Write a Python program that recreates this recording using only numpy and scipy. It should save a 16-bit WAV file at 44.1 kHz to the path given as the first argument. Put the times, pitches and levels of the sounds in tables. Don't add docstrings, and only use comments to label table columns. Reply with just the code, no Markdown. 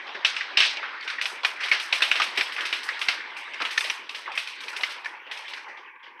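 import sys
import numpy as np
from scipy import signal
from scipy.fft import rfft, irfft, next_fast_len
from scipy.io import wavfile
from scipy.ndimage import uniform_filter1d

SR = 44100
rng = np.random.default_rng(int(sys.argv[2]) if len(sys.argv) > 2 else 0)


def dump_mix(stems):
    frames = np.atleast_2d(stems).T
    limited = np.clip(frames, -1, 1)
    pcm = np.round(limited * 32767).astype(np.int16)
    wavfile.write(sys.argv[1], SR, pcm)


N = 273410


def amp(db):
    return 10 ** (np.asarray(db) / 20)


def unit_rms(x):
    return x / np.sqrt(np.mean(x ** 2) + 1e-20)


def curve_at(points, hz):
    f, value = np.transpose(points)
    return np.interp(np.log(hz + 1), np.log(f + 1), value)


def add(mix, start_s, sound):
    part = mix[max(round(start_s * SR), 0):][:len(sound)]
    part += sound[:len(part)]


def resonance(hz, centre_hz, q):
    return 1 / (1 + 1j * q * (hz / centre_hz - centre_hz / (hz + 1)))


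def filtered(x, response_db):
    return signal.oaconvolve(x, np.roll(irfft(amp(response_db)), 512) * np.hanning(1024), "same")


def overlap_add(spectra):
    return signal.istft(spectra, nperseg=512, noverlap=384)[1][:N]


def drifting_noise(colour, patchy_db, flicker_db):
    frames, hz = N // 128 + 5, np.fft.rfftfreq(512, 1 / SR)
    real, imag, patches = rng.standard_normal((frames, 257, 3)).T
    patches = unit_rms(uniform_filter1d(uniform_filter1d(patches, size=9, axis=0), size=14, axis=1))
    flicker = unit_rms(uniform_filter1d(rng.standard_normal(frames), size=3))
    level_db = curve_at(colour, hz)[:, None] + patchy_db * patches + flicker_db * flicker
    spectra = (real + 1j * imag) * amp(level_db)
    return spectra / np.std(overlap_add(spectra)), hz, np.arange(frames) * 128 / SR


# (frequency [Hz], spectral level [dB])
ROAR_SPECTRUM = [(100, -99), (294, -9), (500, -9), (698, -5), (903, -0.5), (1820, 0.5), (2200, 1),
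                 (3200, -9), (5090, -27.5), (6500, -44.5), (8000, -47), (16000, -95.5)]
# (time [s], level [dB], noise suppressor's tilt from 2.5 to 8 kHz [dB/octave])
ROAR_COURSE = [(0.0, -37, 6), (0.92, -37, 5.5), (1.52, -38, 7.5), (2.12, -36.5, 14), (2.99, -36.5, 13.5),
               (3.14, -37.5, 5.5), (3.63, -37, 10), (3.99, -39.5, 4.5), (4.83, -38.5, 12),
               (5.2, -40.5, -5.5), (5.46, -40, 11.5), (5.85, -41, -20), (5.98, -45.5, -29), (6.08, -41, -1),
               (6.2, -42.5, -35)]
# (time [s], gain [dB])
SUPPRESSOR_HOLE_GAIN = [(0, 1), (3.9, -5), (4.2, 3.5), (4.35, -8), (4.6, -5.5), (4.8, 1), (5.2, -4),
                        (5.5, 1), (5.8, -10), (5.98, -27), (6.2, -12)]
# (frequency [Hz], width [Hz], share of the gain in dB [ratio])
SUPPRESSOR_HOLES = [(675, 270, 0.56), (1342, 196, 0.67)]

def downpour():
    spectra, hz, t = drifting_noise(ROAR_SPECTRUM, patchy_db=2.5, flicker_db=0.58)
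    times, level_db, slope = np.transpose(ROAR_COURSE)
    tilt_db = np.outer(np.log2(np.clip(hz, 2500, 8000) / 2500), np.interp(t, times, slope))
    holes = sum(share * np.exp(-((hz - f) / (width / 2)) ** 4) for f, width, share in SUPPRESSOR_HOLES)
    holes_db = np.outer(holes, np.interp(t, *np.transpose(SUPPRESSOR_HOLE_GAIN)))
    return overlap_add(spectra * amp(tilt_db + holes_db + np.interp(t, times, level_db)))


# (frequency [Hz], spectral level [dB])
FIZZ_SPECTRUM = [(3000, -20), (4300, 0.5), (6200, -2), (7200, -24.5)]

def roar_fizz():
    spectra, _, t = drifting_noise(FIZZ_SPECTRUM, patchy_db=3.5, flicker_db=0.0)
    level_db = -65.5 + 0.5 * np.interp(t, *np.transpose(SUPPRESSOR_HOLE_GAIN))
    return overlap_add(spectra * amp(level_db))


def small_stones(rate_per_s=50, above_roar_db=3):
    times, level_db, _ = np.transpose(ROAR_COURSE)
    strength = amp(np.interp(np.arange(N) / SR, times, level_db) + above_roar_db)
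    scatter_db = 1.4 * np.minimum(rng.exponential(1, N), 3)
    blows = strength * amp(scatter_db) * (rng.random(N) < rate_per_s / SR)
    spot, patter = rng.integers(0, 8, N), np.zeros(N)
    for k, hz in enumerate(np.geomspace(1700, 3200, num=8)):
        tap = knock(0, hz, hardness_db=-29, echo_db=-16, thud_db=-20)
        patter += signal.oaconvolve(blows * (spot == k), tap)[:N]
    return signal.sosfilt(signal.butter(6, 3300, fs=SR, output="sos"), patter)


# (frequency [Hz], level [dB])
CRACK_SPECTRUM = [(120, -57.5), (300, -17.5), (900, -6), (2500, 7.5), (4000, 2), (5500, -5.5), (6500, -17),
                  (8000, -21.5), (11000, -58), (16000, -79.5)]
# (frequency [Hz], T60 [s])
ROOM_DECAY = [(300, 0.22), (900, 0.28), (2500, 0.26), (6000, 0.4), (12000, 0.23)]
LEAD = 64

def knock(peak_db, knock_hz, hardness_db, echo_db, thud_db, size=12288):
    t, hz = np.arange(size) / SR, np.fft.rfftfreq(size, 1 / SR)
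    strike_db, strike_s, rattle_t60_s = 3, 0.0045, 0.053
    taps = rng.standard_normal(size) * (rng.random(size) < 0.3)
    rattle_db = strike_db * np.exp(-t / strike_s) - 60 * t / rattle_t60_s
    rattle = 1.1 * taps * amp(rattle_db) * np.minimum(t / 0.00072, 1)
    rattle[8] += 1.8
    bands, frame_s, noise = signal.stft(rng.standard_normal(size), SR, nperseg=256)
    room_decay = amp(-60 * frame_s / curve_at(ROOM_DECAY, bands)[:, None])
    echo = signal.istft(noise * room_decay, SR, nperseg=256)[1][:size]
    echo *= amp(echo_db) * np.minimum(t / 0.0072, 1)
    ring = amp(2) * resonance(hz, knock_hz, q=10.6) * resonance(hz, knock_hz, q=0.63)
    ring /= (1 + 1j * hz / 7000) ** 4
    overtone = resonance(hz, 1.36 * knock_hz, q=3.26) * resonance(hz, 2.6 * knock_hz, q=0.057)
    spot = resonance(hz, knock_hz, q=2.06) ** 2 + overtone
    edge_hz = 7500 * 2 ** (hardness_db / 31.5)
    spot /= (1 + 1j * hz / edge_hz) ** 4
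    thud = amp(thud_db) * resonance(hz, 720, q=0.96) ** 2
    crack = amp(hardness_db - 1 + curve_at(CRACK_SPECTRUM, hz))
    colour = spot + thud + crack
    rattle, echo = rfft(np.pad([rattle, echo], [(0, 0), (LEAD, 0)])[:, :size])
    sound = irfft(rattle * (colour + ring) + echo * colour)
    sound *= np.minimum(np.arange(size) / LEAD, 1) ** 2
    return amp(peak_db) * sound / abs(sound).max()


# (time [s], peak level [dB],
# pitch [Hz], hardness [dB], echo gain [dB])
IMPACTS = [(0.068, -34, 3600, -15.5, -27), (0.146, -31.5, 420, -17, -3), (0.149, -22.5, 1920, -19, -14),
           (0.248, -6.5, 2900, 7.5, -13), (0.365, -16, 2880, -1, -9.5), (0.408, -15.5, 1980, -21, -7.5),
           (0.572, -3.5, 3100, 3, -6), (0.604, -2, 2970, -0.5, -5), (0.643, -14, 4530, 12.5, 0),
           (0.77, -22, 2920, -13, -36), (0.781, -28.5, 870, -33, -5), (0.828, -20.5, 1650, -34, -0.5),
           (1.009, -31, 4500, -14, -22), (1.027, -26.5, 3540, 6, -16), (1.077, -17.5, 2320, 4, -12),
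           (1.101, -16.5, 1750, -2, -13), (1.184, -23.5, 1760, -32, 0.5), (1.213, -9, 2580, 8.5, -10),
           (1.256, -9.5, 2720, 7.5, -17.5), (1.433, -20, 1000, -4.5, -8.5), (1.448, -6.5, 2550, 1.5, -19),
           (1.603, -22, 2160, -7.5, 2), (1.634, -18, 2200, 11, -4), (1.652, -24.5, 1660, -8, -11),
           (1.684, -18.5, 2450, 8, -18), (1.715, -7, 2140, -1, -5.5), (1.799, -16, 3000, 12.5, -10.5),
           (1.813, -33.5, 4500, 21, -30), (1.926, -8, 2950, 9, -14), (1.954, -19, 2660, 9.5, -4.5),
           (2.006, -15.5, 1700, -5, -37), (2.0206, -6, 3200, 8, -11), (2.114, -3.5, 2870, -3.5, -12.5),
           (2.152, -30, 695, -25, -6.5), (2.156, -13, 2420, 4, -9.5), (2.199, -9.5, 1290, -7, -12),
           (2.219, -8, 3050, 4.5, -11.5), (2.355, -32, 895, 19, 15), (2.373, -28.5, 390, -32, 7),
           (2.374, -10.5, 2770, 4, -5.5), (2.41, -11, 2460, 3, -32), (2.522, -21, 3120, 12, -44),
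           (2.564, -17.5, 2640, -2, -11), (2.58, -20, 1890, -29, 6), (2.608, -14, 3280, 3.5, -14),
           (2.652, -15.5, 1650, 11, -4), (2.727, -11.5, 3170, 3.5, -9.5), (2.832, -23.5, 4500, 19, -27),
           (2.8885, -14.5, 1940, -6, -25), (2.992, -25, 1920, 15, -15), (3.015, -12.5, 2800, 5.5, -14),
           (3.085, -9, 2100, 3, -11.5), (3.367, -25.5, 2560, 11, -15), (3.536, -24.5, 2670, -3, -27),
           (3.543, -24.5, 2800, -5, -32), (3.603, -19, 1300, -15.5, -6), (3.607, -33, 331, -17, -1.5),
           (3.619, -16, 2300, 4, -21), (3.651, -13, 3380, -1, -12.5), (3.708, -22, 3240, 17, -8.5),
           (3.777, -9.5, 1850, 13.5, -28.5), (3.808, -15.5, 2700, -14, -10.5),
           (3.842, -17.5, 3000, 13.5, -6.5), (3.847, -31.5, 573, -26, -16.5), (3.899, -11, 2880, 3, -15.5),
           (4.093, -20, 2780, 5.5, -17), (4.147, -21, 2430, 12, -8.5), (4.258, -26.5, 1930, -36, -2),
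           (4.277, -21.5, 956, -28, -7.5), (4.318, -23, 2590, 1.5, -9), (4.353, -28, 2510, 17, -19),
           (4.376, -13, 2740, 8.5, -11), (4.473, -20.5, 2440, 8, -8.5), (4.605, -24, 1610, 13, -22),
           (4.636, -25.5, 2570, 6, -32), (4.682, -19, 3120, 8, -33), (4.729, -27.5, 1510, -11, -4),
           (4.764, -19, 2320, 14.5, -36), (4.809, -22.5, 1690, 9, -22), (4.834, -12, 2280, 4.5, -15),
           (4.893, -28.5, 2040, 12, -1), (4.907, -25.5, 2020, 10.5, -10), (5.046, -22.5, 1760, 4.5, -17),
           (5.058, -21, 2210, -6, -21), (5.266, -28.5, 2700, -39, -4), (5.313, -19.5, 3040, 5, -9),
           (5.373, -24, 2560, 6.5, -17), (5.481, -24, 3140, 8, -7.5), (5.535, -20.5, 2150, 3.5, -21),
           (5.572, -27, 1770, -9.5, -6.5), (5.681, -30, 2020, -14, -3), (5.772, -34.5, 3510, -26, 0),
           (6.03, -32.5, 3180, -31, 1.5)]

def large_stones():
    mix = np.zeros(N)
    for start_s, peak_db, hz, hardness_db, echo_db in IMPACTS:
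        thud_db = -26 - 1.12 * (peak_db + 13.5) - 0.65 * np.log2(hz / 2500)
        add(mix, start_s - LEAD / SR, knock(peak_db, hz, hardness_db, echo_db, thud_db))
    return mix


# (frequency [Hz], spectral level [dB])
HISS_SPECTRUM = [(3000, -20.5), (5000, 7), (8000, 0), (10500, -6.5), (12500, -14), (14500, -22),
                 (16000, -50)]

def gated_hiss(reference_db=-50.5, closing_s=0.32):
    t = np.arange(SR // 2) / SR
    gate = amp(-60 * (t / closing_s) ** 1.215) * np.minimum(t / 0.0024, 1)
    power = np.zeros(N)
    for start_s, peak_db, _, hardness_db, _ in IMPACTS:
        level_db = reference_db + 0.87 * (peak_db + 15.5) + 0.81 * hardness_db
        add(power, start_s, (amp(level_db) * gate) ** 2)
    spectra, hz, frame_s = drifting_noise(HISS_SPECTRUM, patchy_db=1.0, flicker_db=2.2)
    power_db = 10 * np.log10(np.interp(frame_s, np.arange(N) / SR, power) + 1e-12)
    octaves_up = np.log2(np.maximum(hz, 6000) / 6000)
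    dulling_db = -0.34 * np.outer(octaves_up, np.maximum(reference_db - power_db, 0))
    return np.sqrt(power) * overlap_add(spectra * amp(dulling_db))


# (time [s], frequency [Hz], level [dB], T60 [s])
PANE_MODES = [(0.2489, 2624, -9, 0.046), (0.2482, 3000, -8.5, .04), (0.571, 3020, -11, 0.051),
              (0.573, 5130, -17.5, .02), (0.607, 3000, -17, 0.06), (0.605, 5374, -19, 0.033),
              (1.715, 2194, -5, 0.031), (3.086, 2016, -5.5, 0.014), (3.087, 4600, -24, 0.033),
              (2.025, 3600, -13, 0.039), (3.778, 1800, -8.5, 0.029), (3.778, 6300, -23, 0.045),
              (3.807, 3540, -21, 0.038), (5.062, 1760, -21, 0.034), (1.184, 1900, -23, .06),
              (1.927, 2520, -18, .03), (2.41, 2470, -18, 0.03), (3.653, 2960, -23, 0.043),
              (3.901, 2760, -25, 0.037), (3.899, 5730, -20, .02), (4.376, 2540, -18.5, 0.055),
              (4.835, 2085, -14.5, 0.033), (2.889, 1900, -17.5, 0.028)]

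def pane_ringing(rise_s=0.00079):
    mix, t = np.zeros(N), np.arange(4096) / SR
    for start_s, hz, db, t60 in PANE_MODES:
        envelope = amp(db - 60 * t / t60) * np.minimum(t / rise_s, 1)
        add(mix, start_s, envelope * np.sin(2 * np.pi * hz * t))
    return mix


# (time [s], peak level [dB])
CAPSULE_PUSHES = [(0.25, -47), (0.574, -41), (0.607, -39), (1.716, -39), (2.116, -50), (3.087, -42)]

def capsule_thumps(push_s=0.0021):
    mix = np.zeros(N)
    pulse = np.sin(np.pi * np.arange(0, 1, 1 / (push_s * SR))) ** 2
    for start_s, db in CAPSULE_PUSHES:
        add(mix, start_s, amp(db) * pulse)
    return mix


# (frequency [Hz], level [dB], width [Hz])
BAR_MODES = [(5280, -35.5, 100), (7930, -44, 180), (11250, -50, 160), (14480, -68, 160)]
BAR_HITS, BAR_T60_S = [(2.371, -0.5), (2.411, -3)], 0.22

def bar_clinks(size=16384):
    mix, t, hz = np.zeros(N), np.arange(size) / SR, np.fft.rfftfreq(size, 1 / SR)
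    for start_s, hit_db in BAR_HITS:
        shake = rfft(rng.standard_normal(size))
        modes = sum(amp(db) * unit_rms(irfft(shake * resonance(hz, f, q=f / width) ** 2))
                    for f, db, width in BAR_MODES)
        add(mix, start_s, modes * amp(hit_db - 60 * t / BAR_T60_S) * np.minimum(t / 0.003, 1))
    return mix


def scene():
    impacts = large_stones() + small_stones() + pane_ringing() + bar_clinks()
    return (impacts + downpour() + gated_hiss() + roar_fizz())[None]


def suppress_noise(x):
    hz, _, spectra = signal.stft(x, SR, nperseg=512, noverlap=384)
    power = uniform_filter1d(abs(spectra) ** 2, size=3, axis=0)
    smoothed = signal.lfilter([0.08], [1, -0.92], power, axis=1, zi=power[:, 4:5])[0]
    power_db = 10 * np.log10(smoothed + 1e-16)
    quiet_db = np.percentile(power_db, 12, axis=1, keepdims=True)
    # (frequency [Hz], cut at the quiet level [dB])
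    depths = [(560, 4.0), (720, 12.5), (860, 2.0), (1100, 1.6), (1280, 7.0), (1480, 3.6),
              (2400, 2.7), (4000, 4.1), (9000, 0.92)]
    cut_db = curve_at(depths, hz)[:, None] * np.clip(1 - (power_db - quiet_db) / 6.1, 0, 2.5)
    return overlap_add(spectra * amp(-cut_db))


# (frequency [Hz], gain [dB])
RAISED_RESPONSE = [(2000, -1), (3200, 1), (4500, 4), (5800, 2.5), (7500, 0.5), (12000, -9)]
# (frequency [Hz], width [Hz], gain [dB])
MIC_NOTCHES = [(7100, 1000, -9.5), (7130, 100, -13), (9490, 130, -11.5)]
TURN_START_S, TURN_END_S = 0.74, 1.45
LIMITER_KNEE, CLIP_LEVEL, SELF_NOISE_DB, BAND_LIMIT_HZ = 0.58, 0.55, -87, 15900

def record(dry):
    hz = np.fft.rfftfreq(1024, 1 / SR)
    port_db = sum(db / (1 + ((hz - f) / (width / 2)) ** 2) for f, width, db in MIC_NOTCHES)
    tipped = np.interp(np.arange(N) / SR, (TURN_START_S, TURN_END_S), (0, 1))
    faced = tipped * dry[0] + (1 - tipped) * filtered(dry[0], curve_at(RAISED_RESPONSE, hz))
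    heard = suppress_noise(filtered(faced, port_db))
    capsule_bass_cut = signal.butter(2, 170, "high", fs=SR, output="sos")
    heard = signal.sosfilt(capsule_bass_cut, heard)
    envelope = uniform_filter1d(abs(signal.hilbert(heard, next_fast_len(N)))[:N], size=15)
    limited = heard / (1 + (envelope / LIMITER_KNEE) ** 8) ** (1 / 8) + capsule_thumps()
    limited += 0.012 * uniform_filter1d(limited ** 2, size=150)
    clipped = np.clip(limited, -CLIP_LEVEL, CLIP_LEVEL) + amp(SELF_NOISE_DB) * rng.standard_normal(N)
    input_bass_cut = signal.butter(1, 45, "high", fs=SR, output="sos")
    band_limit = signal.firwin(511, BAND_LIMIT_HZ, window=("kaiser", 9), fs=SR)
    return signal.oaconvolve(signal.sosfilt(input_bass_cut, clipped), band_limit, "same")[None]


dry = scene()
out = record(dry)
dump_mix(out)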